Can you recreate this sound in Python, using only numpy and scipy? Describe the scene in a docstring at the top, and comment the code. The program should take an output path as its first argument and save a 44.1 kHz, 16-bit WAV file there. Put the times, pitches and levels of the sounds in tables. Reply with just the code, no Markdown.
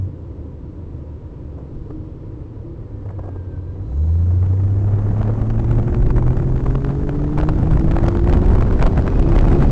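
"""A six-cylinder car, heard from its bonnet, coasts out of a forecourt and then pulls away hard.
Firing pulses sweep the exhaust resonances, booming as the throttle opens and the note climbs.
Tyres roar, the pavement knocks, an alternator whines and the intake whistles briefly.
With speed, wind buffets the microphone, tears into crackle and overloads the recorder."""
import sys
import numpy as np
from scipy import signal
from scipy.fft import rfft, irfft, next_fast_len
from scipy.io import wavfile
from scipy.ndimage import uniform_filter1d, map_coordinates

SR = 44100
rng = np.random.default_rng(int(sys.argv[2]) if len(sys.argv) > 2 else 0)


def output_pcm(signal):
    """Save a mono or channel-first signal as 16-bit PCM at the path in sys.argv[1].

    Samples are clipped to [-1, 1] before scaling.
    """
    pcm = np.clip(np.atleast_2d(signal).T, -1, 1) * 32767
    wavfile.write(sys.argv[1], SR, np.round(pcm).astype(np.int16))


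N = 428211
T = np.arange(N) / SR

# midrange crackle of air tearing off the microphone: freq_hz, gain_db
CRACKLE_EQ = [(100, -27), (350, -16), (700, 5), (1400, -4), (2500, -17.5), (4500, -36.5), (8000, -34.5)]
# bright snap of the hardest tears: freq_hz, gain_db
SNAP_EQ = [(200, -18), (1200, 1), (3000, -4.5), (5000, -9), (8000, -20.5)]


def amp(db):
    """Decibels to gain."""
    return 10 ** (np.asarray(db) / 20)


def unit(x):
    """Scale to rms 1."""
    return x / np.sqrt(np.mean(x ** 2) + 1e-20)


def along(eq, hz):
    """Gain in dB of an EQ curve at hz, on a log frequency axis."""
    freq_hz, gain_db = np.transpose(eq)
    return np.interp(np.log(hz + 1), np.log(freq_hz + 1), gain_db)


def curves(rows):
    """Automation: one value per sample for each column after the time."""
    time_s, *columns = np.transpose(rows)
    return [np.interp(T, time_s, column) for column in columns]


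def wobble(rate_hz):
    """Smooth random modulation of rms 1."""
    knots = rng.standard_normal(int(N * rate_hz / SR) + 4)
    return unit(map_coordinates(knots, [T * rate_hz]))


def filtered(x, response):
    """Filter x by a gain given as a function of frequency."""
    size = next_fast_len(N + 8192)
    return irfft(rfft(x, size) * response(np.fft.rfftfreq(size, 1 / SR)), size)[:N]


def noise(eq, envelope_db=0):
    """Noise shaped by an envelope, then an EQ curve, and scaled to rms 1."""
    white = rng.standard_normal(N) * amp(envelope_db)
    return unit(filtered(white, lambda hz: amp(along(eq, hz))))


def band(centre_hz, width_hz):
    """Noise of rms 1 in one resonance."""
    return unit(filtered(rng.standard_normal(N), lambda hz: 1 / (1 + ((hz - centre_hz) / width_hz) ** 2)))


def swell(hold_s, level_db, rise_db_per_s, fall_db_per_s):
    """Envelope in dB that fades in, holds over a span and fades out."""
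    start, end = hold_s
    return level_db - rise_db_per_s * np.maximum(start - T, 0) - fall_db_per_s * np.maximum(T - end, 0)


def puffs(times_s, levels_db, life_s):
    """Gain envelope with a brief, symmetrical spike at each time."""
    peaks = np.zeros(N)
    peaks[np.round(times_s * SR).astype(int)] = amp(levels_db)
    age = np.arange(-SR // 20, SR // 20) / SR
    return signal.fftconvolve(peaks, np.exp(-np.abs(age) / life_s), "same")


def engine(sizzle_db=-69):
    """One firing rate drives the exhaust note, its growl, the alternator and the valve sizzle."""
    # the engine sinks to idle, then pulls up through one gear: time_s, firing_hz
    revs = [(0, 96), (.13, 87), (.4, 81), (1.4, 75), (1.9, 59), (2.8, 54.5), (3.2, 46.8), (3.55, 44.2),
            (3.81, 47), (4.02, 77.5), (4.18, 85.5), (4.6, 96), (5.5, 110.5), (6.7, 132.5), (8.05, 168.5),
            (9.71, 213)]
    # a blip, a coast, then the pedal goes down and stays there: time_s, throttle_db
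    throttle = [(0, -4), (.055, -7.5), (.13, -27), (1.1, -22.5), (2.5, -33.5), (3.78, -14), (3.98, -0.5),
                (6.8, 0.5), (9.71, -1.5)]
    firing_hz, = curves(revs)
    throttle_db, = curves(throttle)
    firing_hz *= 1 + .002 * wobble(14)
    phase = 2 * np.pi * np.cumsum(firing_hz) / SR
    tones = firing_note(firing_hz, phase, throttle_db) + growl(firing_hz, phase) + alternator(phase)
    sizzle = unit(band(6500, 1200) * amp(3.7 * np.cos(phase)))  # valves and injectors
    return np.sqrt(2) * tones + amp(sizzle_db + throttle_db) * sizzle


def firing_note(firing_hz, phase, throttle_db, idle_db=-15.5, idle_hz=45, flutter_db=1.22):
    """Even firing sweeps three harmonics through the exhaust resonances; the second booms near idle."""
    # boom and upper resonances of exhaust and body: freq_hz, gain_db
    exhaust_eq = [(45, -26), (72, -16), (90, -13.5), (110, -19), (140, -24.5), (168, -25), (190, -33.5),
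                  (205, -33.5), (222, -26.5), (258, -33), (298, -23), (320, -25), (346, -19), (385, -27),
                  (415, -24), (520, -40)]
    # overtone drive against the fundamental, opening up with revs: firing_hz, second_db, third_db
    overtones = [(60, -13, -20), (84, -7.5, -21), (106, -6.5, -23), (110, -1.5, -19.5), (119.5, -6, -9.5),
                 (140, -5, -10), (148, -3, -13), (213, -7.5, -12)]
    rates_hz, *overtone_db = np.transpose(overtones)
    second_db, third_db = [np.interp(firing_hz, rates_hz, db) for db in overtone_db]
    idle_boom = amp(idle_db - 17 * np.log2(firing_hz / idle_hz))  # fades 17 dB per octave
    drives = [amp(throttle_db), amp(throttle_db + second_db) + idle_boom, amp(throttle_db + third_db)]
    note = np.zeros(N)
    for harmonic, drive in enumerate(drives, 1):
        resonance = amp(along(exhaust_eq, harmonic * firing_hz) + flutter_db * wobble(45))
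        note += drive * resonance * np.sin(harmonic * phase + rng.uniform(0, 2 * np.pi))
    return note


def growl(firing_hz, phase, uneven_db=4.5, falloff_db=6):
    """Differences between the six cylinders fill in the crank orders around the firing harmonics."""
    # what the exhaust passes of the uneven pulses: freq_hz, gain_db
    pipe_eq = [(20, -52), (50, -43.5), (90, -40.5), (150, -40.5), (220, -46.5), (290, -38.5), (350, -38),
               (430, -46.5), (620, -59.5), (1000, -51.5)]
    # growl of the unequal cylinders: time_s, gain_db
    growl_ride = [(0, -7), (1.5, -11), (3.7, -15), (4.1, -8), (5.5, -4), (6.5, 2), (8.8, -3), (9.4, 10.5),
                  (9.71, 6)]
    growl_db, = curves(growl_ride)
    out = np.zeros(N)
    for crank_order in (2, 4, 5, 7, 8, 10, 11, 12, 13):
        multiple = crank_order / 3  # three firings per turn
        db = along(pipe_eq, multiple * firing_hz) + growl_db + uneven_db * wobble(7)
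        db -= falloff_db * max(multiple - 2.4, 0)  # blunt exhaust pulses carry few high orders
        out += amp(db) * np.sin(multiple * phase + .074 * wobble(25) + rng.uniform(0, 2 * np.pi))
    return out


def rolling(level_db=-33, resonance_db=-62):
    """A steady bed of tyre and fan noise with one narrow resonance."""
    # tyres, fan and traffic at walking pace: freq_hz, gain_db
    bed_eq = [(30, -10.5), (75, 1.5), (140, -2), (190, -16.5), (310, -7.5), (400, -15.5), (500, -14.5),
              (680, -31), (1150, -34), (1600, -42.5), (2500, -48), (5000, -58.5), (8000, -63)]
    return amp(level_db + .32 * wobble(5)) * noise(bed_eq) + amp(resonance_db) * band(960, 45)


def tyres(rough_db=3.5):
    """Tread on concrete: a low, slightly uneven roar."""
    # tyre roar, swelling through the turn: time_s, level_db
    roar_ride = [(0, -57.5), (3.7, -49), (4.2, -41.5), (4.7, -37), (5.25, -30.5), (5.7, -38.5), (6.3, -38),
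                 (7.5, -37), (8.7, -29.5), (9.71, -33.5)]
    # dark tone of the tread: freq_hz, gain_db
    roar_eq = [(60, -17), (140, 1.5), (200, 1.5), (300, -4), (480, -5.5), (700, -12), (1100, -19),
               (1900, -30), (3000, -45), (8000, -66.5)]
    level_db, = curves(roar_ride)
    return amp(level_db + rough_db * wobble(90)) * noise(roar_eq)


def wind(gust_db=1.2, lurch_db=1.3, tear_db=7, spike_db=5, snap_onset_db=-20):
    """Slow pressure swings; in their troughs the flow tears off the microphone, crackles and snaps."""
    # wind layers growing with road speed, before their trims: time_s, buffet_db, flow_db, hiss_db
    wind_ride = [(0, -43.5, -74, -75.5), (1.6, -45.5, -75, -76), (1.77, -34, -66, -70),
                 (2.4, -41.5, -68, -74.5), (3.8, -39, -62.5, -74), (4.12, -38.5, -57, -64.5),
                 (5.0, -26, -40.5, -65.5), (5.45, -24, -38.5, -65.5), (5.9, -17.5, -38, -69.5),
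                 (6.5, -20, -39, -64), (7.2, -24, -38.5, -61.5), (7.5, -17, -35.5, -60.5),
                 (8.4, -14, -33, -58), (9.1, -15.5, -33.5, -55), (9.7, -12, -28, -51.5)]
    # bass of the pressure swings: freq_hz, gain_db
    buffet_eq = [(10, -17.5), (20, 0), (32, 0.5), (56, -3), (90, -7.5), (125, -9), (180, -15), (280, -20),
                 (450, -29.5), (800, -50), (2000, -76.5)]
    # midrange rush of turbulent air: freq_hz, gain_db
    rush_eq = [(60, -26.5), (200, -1), (350, -4), (550, 3), (1000, -6.5), (1600, -15), (2500, -26),
               (4500, -37), (8000, -46)]
    # airy top of the wind: freq_hz, gain_db
    hiss_eq = [(300, -18.5), (1500, 0), (3000, 11.5), (5000, 8.5), (8000, -5.5)]
    buffet_db, steady_db, hiss_db = curves(wind_ride)
    flow_db = turbulence(steady_db)
    gust = wobble(30)
    pressure = noise(buffet_eq)
    surge_db = flow_db - uniform_filter1d(flow_db, size=SR // 3)  # quick gusts also push the bass
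    lurching = unit(pressure * amp(1.4 * gust + lurch_db * wobble(8)))
    buffet = amp(buffet_db + 3 + .35 * surge_db) * lurching
    suction = np.clip(-pressure, -1.5, 1.5)
    rush = amp(-2) * noise(rush_eq, gust_db * gust + 7.7 * suction)
    tearing_db = gust_db * gust + tear_db * suction + spike_db * np.clip(wobble(700), -2.2, 2.2)
    crackle = amp(-7) * noise(CRACKLE_EQ, tearing_db)
    snap_gate = 1 / (1 + amp(2 * (snap_onset_db - buffet_db)))  # opens in strong wind
    snaps = snap_gate * amp(-18) * noise(SNAP_EQ, 2 * tearing_db)
    hiss = amp(hiss_db - 2 + .5 * gust) * noise(hiss_eq)
    return buffet + amp(flow_db) * (rush + crackle + snaps) + hiss


def turbulence(steady_db, trim_db=-1, restless_db=.93, edge_s=.0061):
    """Airflow level in dB: it wanders at random, and each gust rises, holds and falls on top."""
    # gusts that stand out of the flow: start_s, length_s, level_db
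    gusts = [(4.428, 0.055, -40), (4.976, 0.034, -38.5), (5.182, 0.045, -33), (5.693, 0.022, -37),
             (5.792, .02, -30.5), (5.878, .06, -36.5), (6.073, 0.037, -33), (6.149, 0.041, -34),
             (6.307, 0.027, -33), (6.658, 0.022, -36), (6.895, 0.027, -32), (7.218, .035, -37.5),
             (7.379, 0.056, -23.5), (7.488, 0.021, -28), (7.593, 0.16, -33.5), (7.905, 0.12, -32.5),
             (8.037, 0.063, -30.5), (8.284, 0.095, -27), (8.445, 0.089, -25), (8.554, 0.065, -29),
             (8.795, 0.076, -23), (8.965, 0.029, -23), (9.064, 0.024, -25), (9.32, 0.25, -29),
             (9.62, 0.039, -23)]
    power = amp(steady_db + restless_db * wobble(22)) ** 2
    for start_s, length_s, level_db in gusts:
        outside_s = np.maximum(np.abs(T - start_s - length_s / 2) - length_s / 2 + edge_s / 2, 0)
        power += (amp(level_db + trim_db) / (1 + (outside_s / edge_s) ** 2)) ** 2
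    return 10 * np.log10(power)


def knocks(loose_db=6):
    """Dull bumps over the pavement; some have a hard edge, and loose parts chatter around them."""
    # bumps at a slow roll, the edge relative to the level: time_s, level_db, edge_db
    bumps = [(1.585, -32.5, -36), (1.611, -41, -27), (1.907, -32, -20), (3.026, -41, -25),
             (3.059, -31.5, -26), (3.091, -40, -7.5), (3.107, -30.5, -30), (3.193, -27.5, -26),
             (3.24, -30, -33), (3.277, -37, -30), (3.289, -30.5, -31), (3.36, -32, -33)]
    # dead, boxy tone of a bump: freq_hz, gain_db
    knock_eq = [(100, -21), (300, 12.5), (600, 6.5), (1200, -3), (1700, -23.5), (3000, -36), (8000, -39.5)]
    time_s, level_db, edge_db = np.transpose(bumps)
    thud = puffs(time_s + .0011, level_db - 1, life_s=.0047) * noise(knock_eq)
    chatter = unit(noise(knock_eq) * amp(loose_db * wobble(120)))
    rattle = puffs(time_s, level_db - 17, life_s=.023) * chatter
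    clack = puffs(time_s + .0013, level_db + edge_db + 6, life_s=.0017) * band(1560, 500)
    return thud + rattle + clack


def drones(attack_s=.013):
    """Two hollow tones ring and die away as the car rolls out."""
    # short, slightly wavering drones: start_s, level_db, pitch_hz, t60_s
    rings = [(1.911, -31.5, 311.4, 1.8), (2.638, -30, 337, .8)]
    out = np.zeros(N)
    for start_s, level_db, pitch_hz, t60_s in rings:
        age = np.maximum(T - start_s, 0)
        envelope = amp(level_db - 60 * age / t60_s) * (1 - np.exp(-age / attack_s))
        out += envelope * np.sin(2 * np.pi * pitch_hz * age + .19 * wobble(36))
    return out


def alternator(phase, cycles_per_firing=34.9):
    """The belt-driven alternator tracks the revs; its thin whine surfaces near idle."""
    level_db = swell(hold_s=(3.28, 3.69), level_db=-63.5, rise_db_per_s=33, fall_db_per_s=201)
    return amp(level_db + 2.9 * wobble(24)) * np.sin(cycles_per_firing * phase + .9 * wobble(80))


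def intake(pitch_hz=4020, width_hz=140):
    """A breathy whistle as the throttle cracks open."""
    level_db = swell(hold_s=(4.0, 4.12), level_db=-72.5, rise_db_per_s=29, fall_db_per_s=35.5)
    return amp(level_db) * band(pitch_hz, width_hz)


def eddy_bursts(dip_s=.0035, flap_s=.0041, pop_s=.001, snap_s=.00004):
    """Each bursting eddy is a pressure dip and a thump, with a pop and a snap inside a flap of noise."""
    # eddies hitting the microphone, before each layer's trim: time_s, level_db, snap_db
    eddies = [(5.229, -25, -49), (5.416, -24.5, -57), (5.712, -19, -51), (5.879, -22, -61),
              (5.945, -20, -45), (6.181, -18.5, -54), (6.224, -25.5, -54), (6.279, -23, -52),
              (6.368, -20.5, -56), (6.398, -22.5, -60.5), (6.578, -29, -52), (6.664, -19, -55),
              (6.708, -26, -58), (6.753, -17, -47), (6.846, -21.5, -43), (7.092, -19.5, -47),
              (7.385, -13, -43), (7.411, -21, -41), (7.488, -14.5, -41), (7.773, -19, -58),
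              (7.911, -15.5, -40.5), (7.965, -16.5, -46), (7.986, -18, -48), (8.151, -21, -58),
              (8.274, -17, -55), (8.326, -19, -38), (8.485, -11, -42), (8.623, -14, -49), (8.709, -20, -51),
              (8.825, -8.5, -32.5), (8.864, -12.5, -42), (8.976, -14.5, -53), (9.077, -11.5, -47),
              (9.388, -19.5, -35), (9.516, -13, -33.5), (9.624, -11.5, -46)]
    time_s, level_db, snap_db = np.transpose(eddies)
    time_s = time_s + .00168
    dip = puffs(time_s, level_db + 4, dip_s)
    thump = puffs(time_s, level_db - 5, flap_s) * band(310, 170)
    pop = puffs(time_s, level_db - 4, pop_s)
    flap = puffs(time_s, level_db - 16, flap_s)
    snap = filtered(puffs(time_s, snap_db + 31, snap_s), lambda hz: amp(along(SNAP_EQ, hz)))
    return thump - dip + (pop + flap) * noise(CRACKLE_EQ) + snap


def edge_tone(pitch_hz=2520, width_hz=40):
    """Air over an edge gives a thin, breathy whistle at speed."""
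    level_db = swell(hold_s=(9.15, 9.65), level_db=-55.5, rise_db_per_s=92, fall_db_per_s=38)
    return amp(level_db) * band(pitch_hz, width_hz)


def scene():
    """Car and wind meet at one microphone on the bonnet."""
    car = engine() + intake() + rolling() + drones() + tyres() + knocks()
    return (car + wind() + eddy_bursts() + edge_tone())[None]


def record(dry, ceiling=.51, top_hz=8250):
    """The recorder clips flat on the strongest gusts and cuts the treble off steeply."""
    clipped = np.clip(dry[0], -ceiling, ceiling)
    return filtered(clipped, lambda hz: 1 / np.sqrt(1 + (hz / top_hz) ** 80))[None]


dry = scene()
out = record(dry)
output_pcm(out)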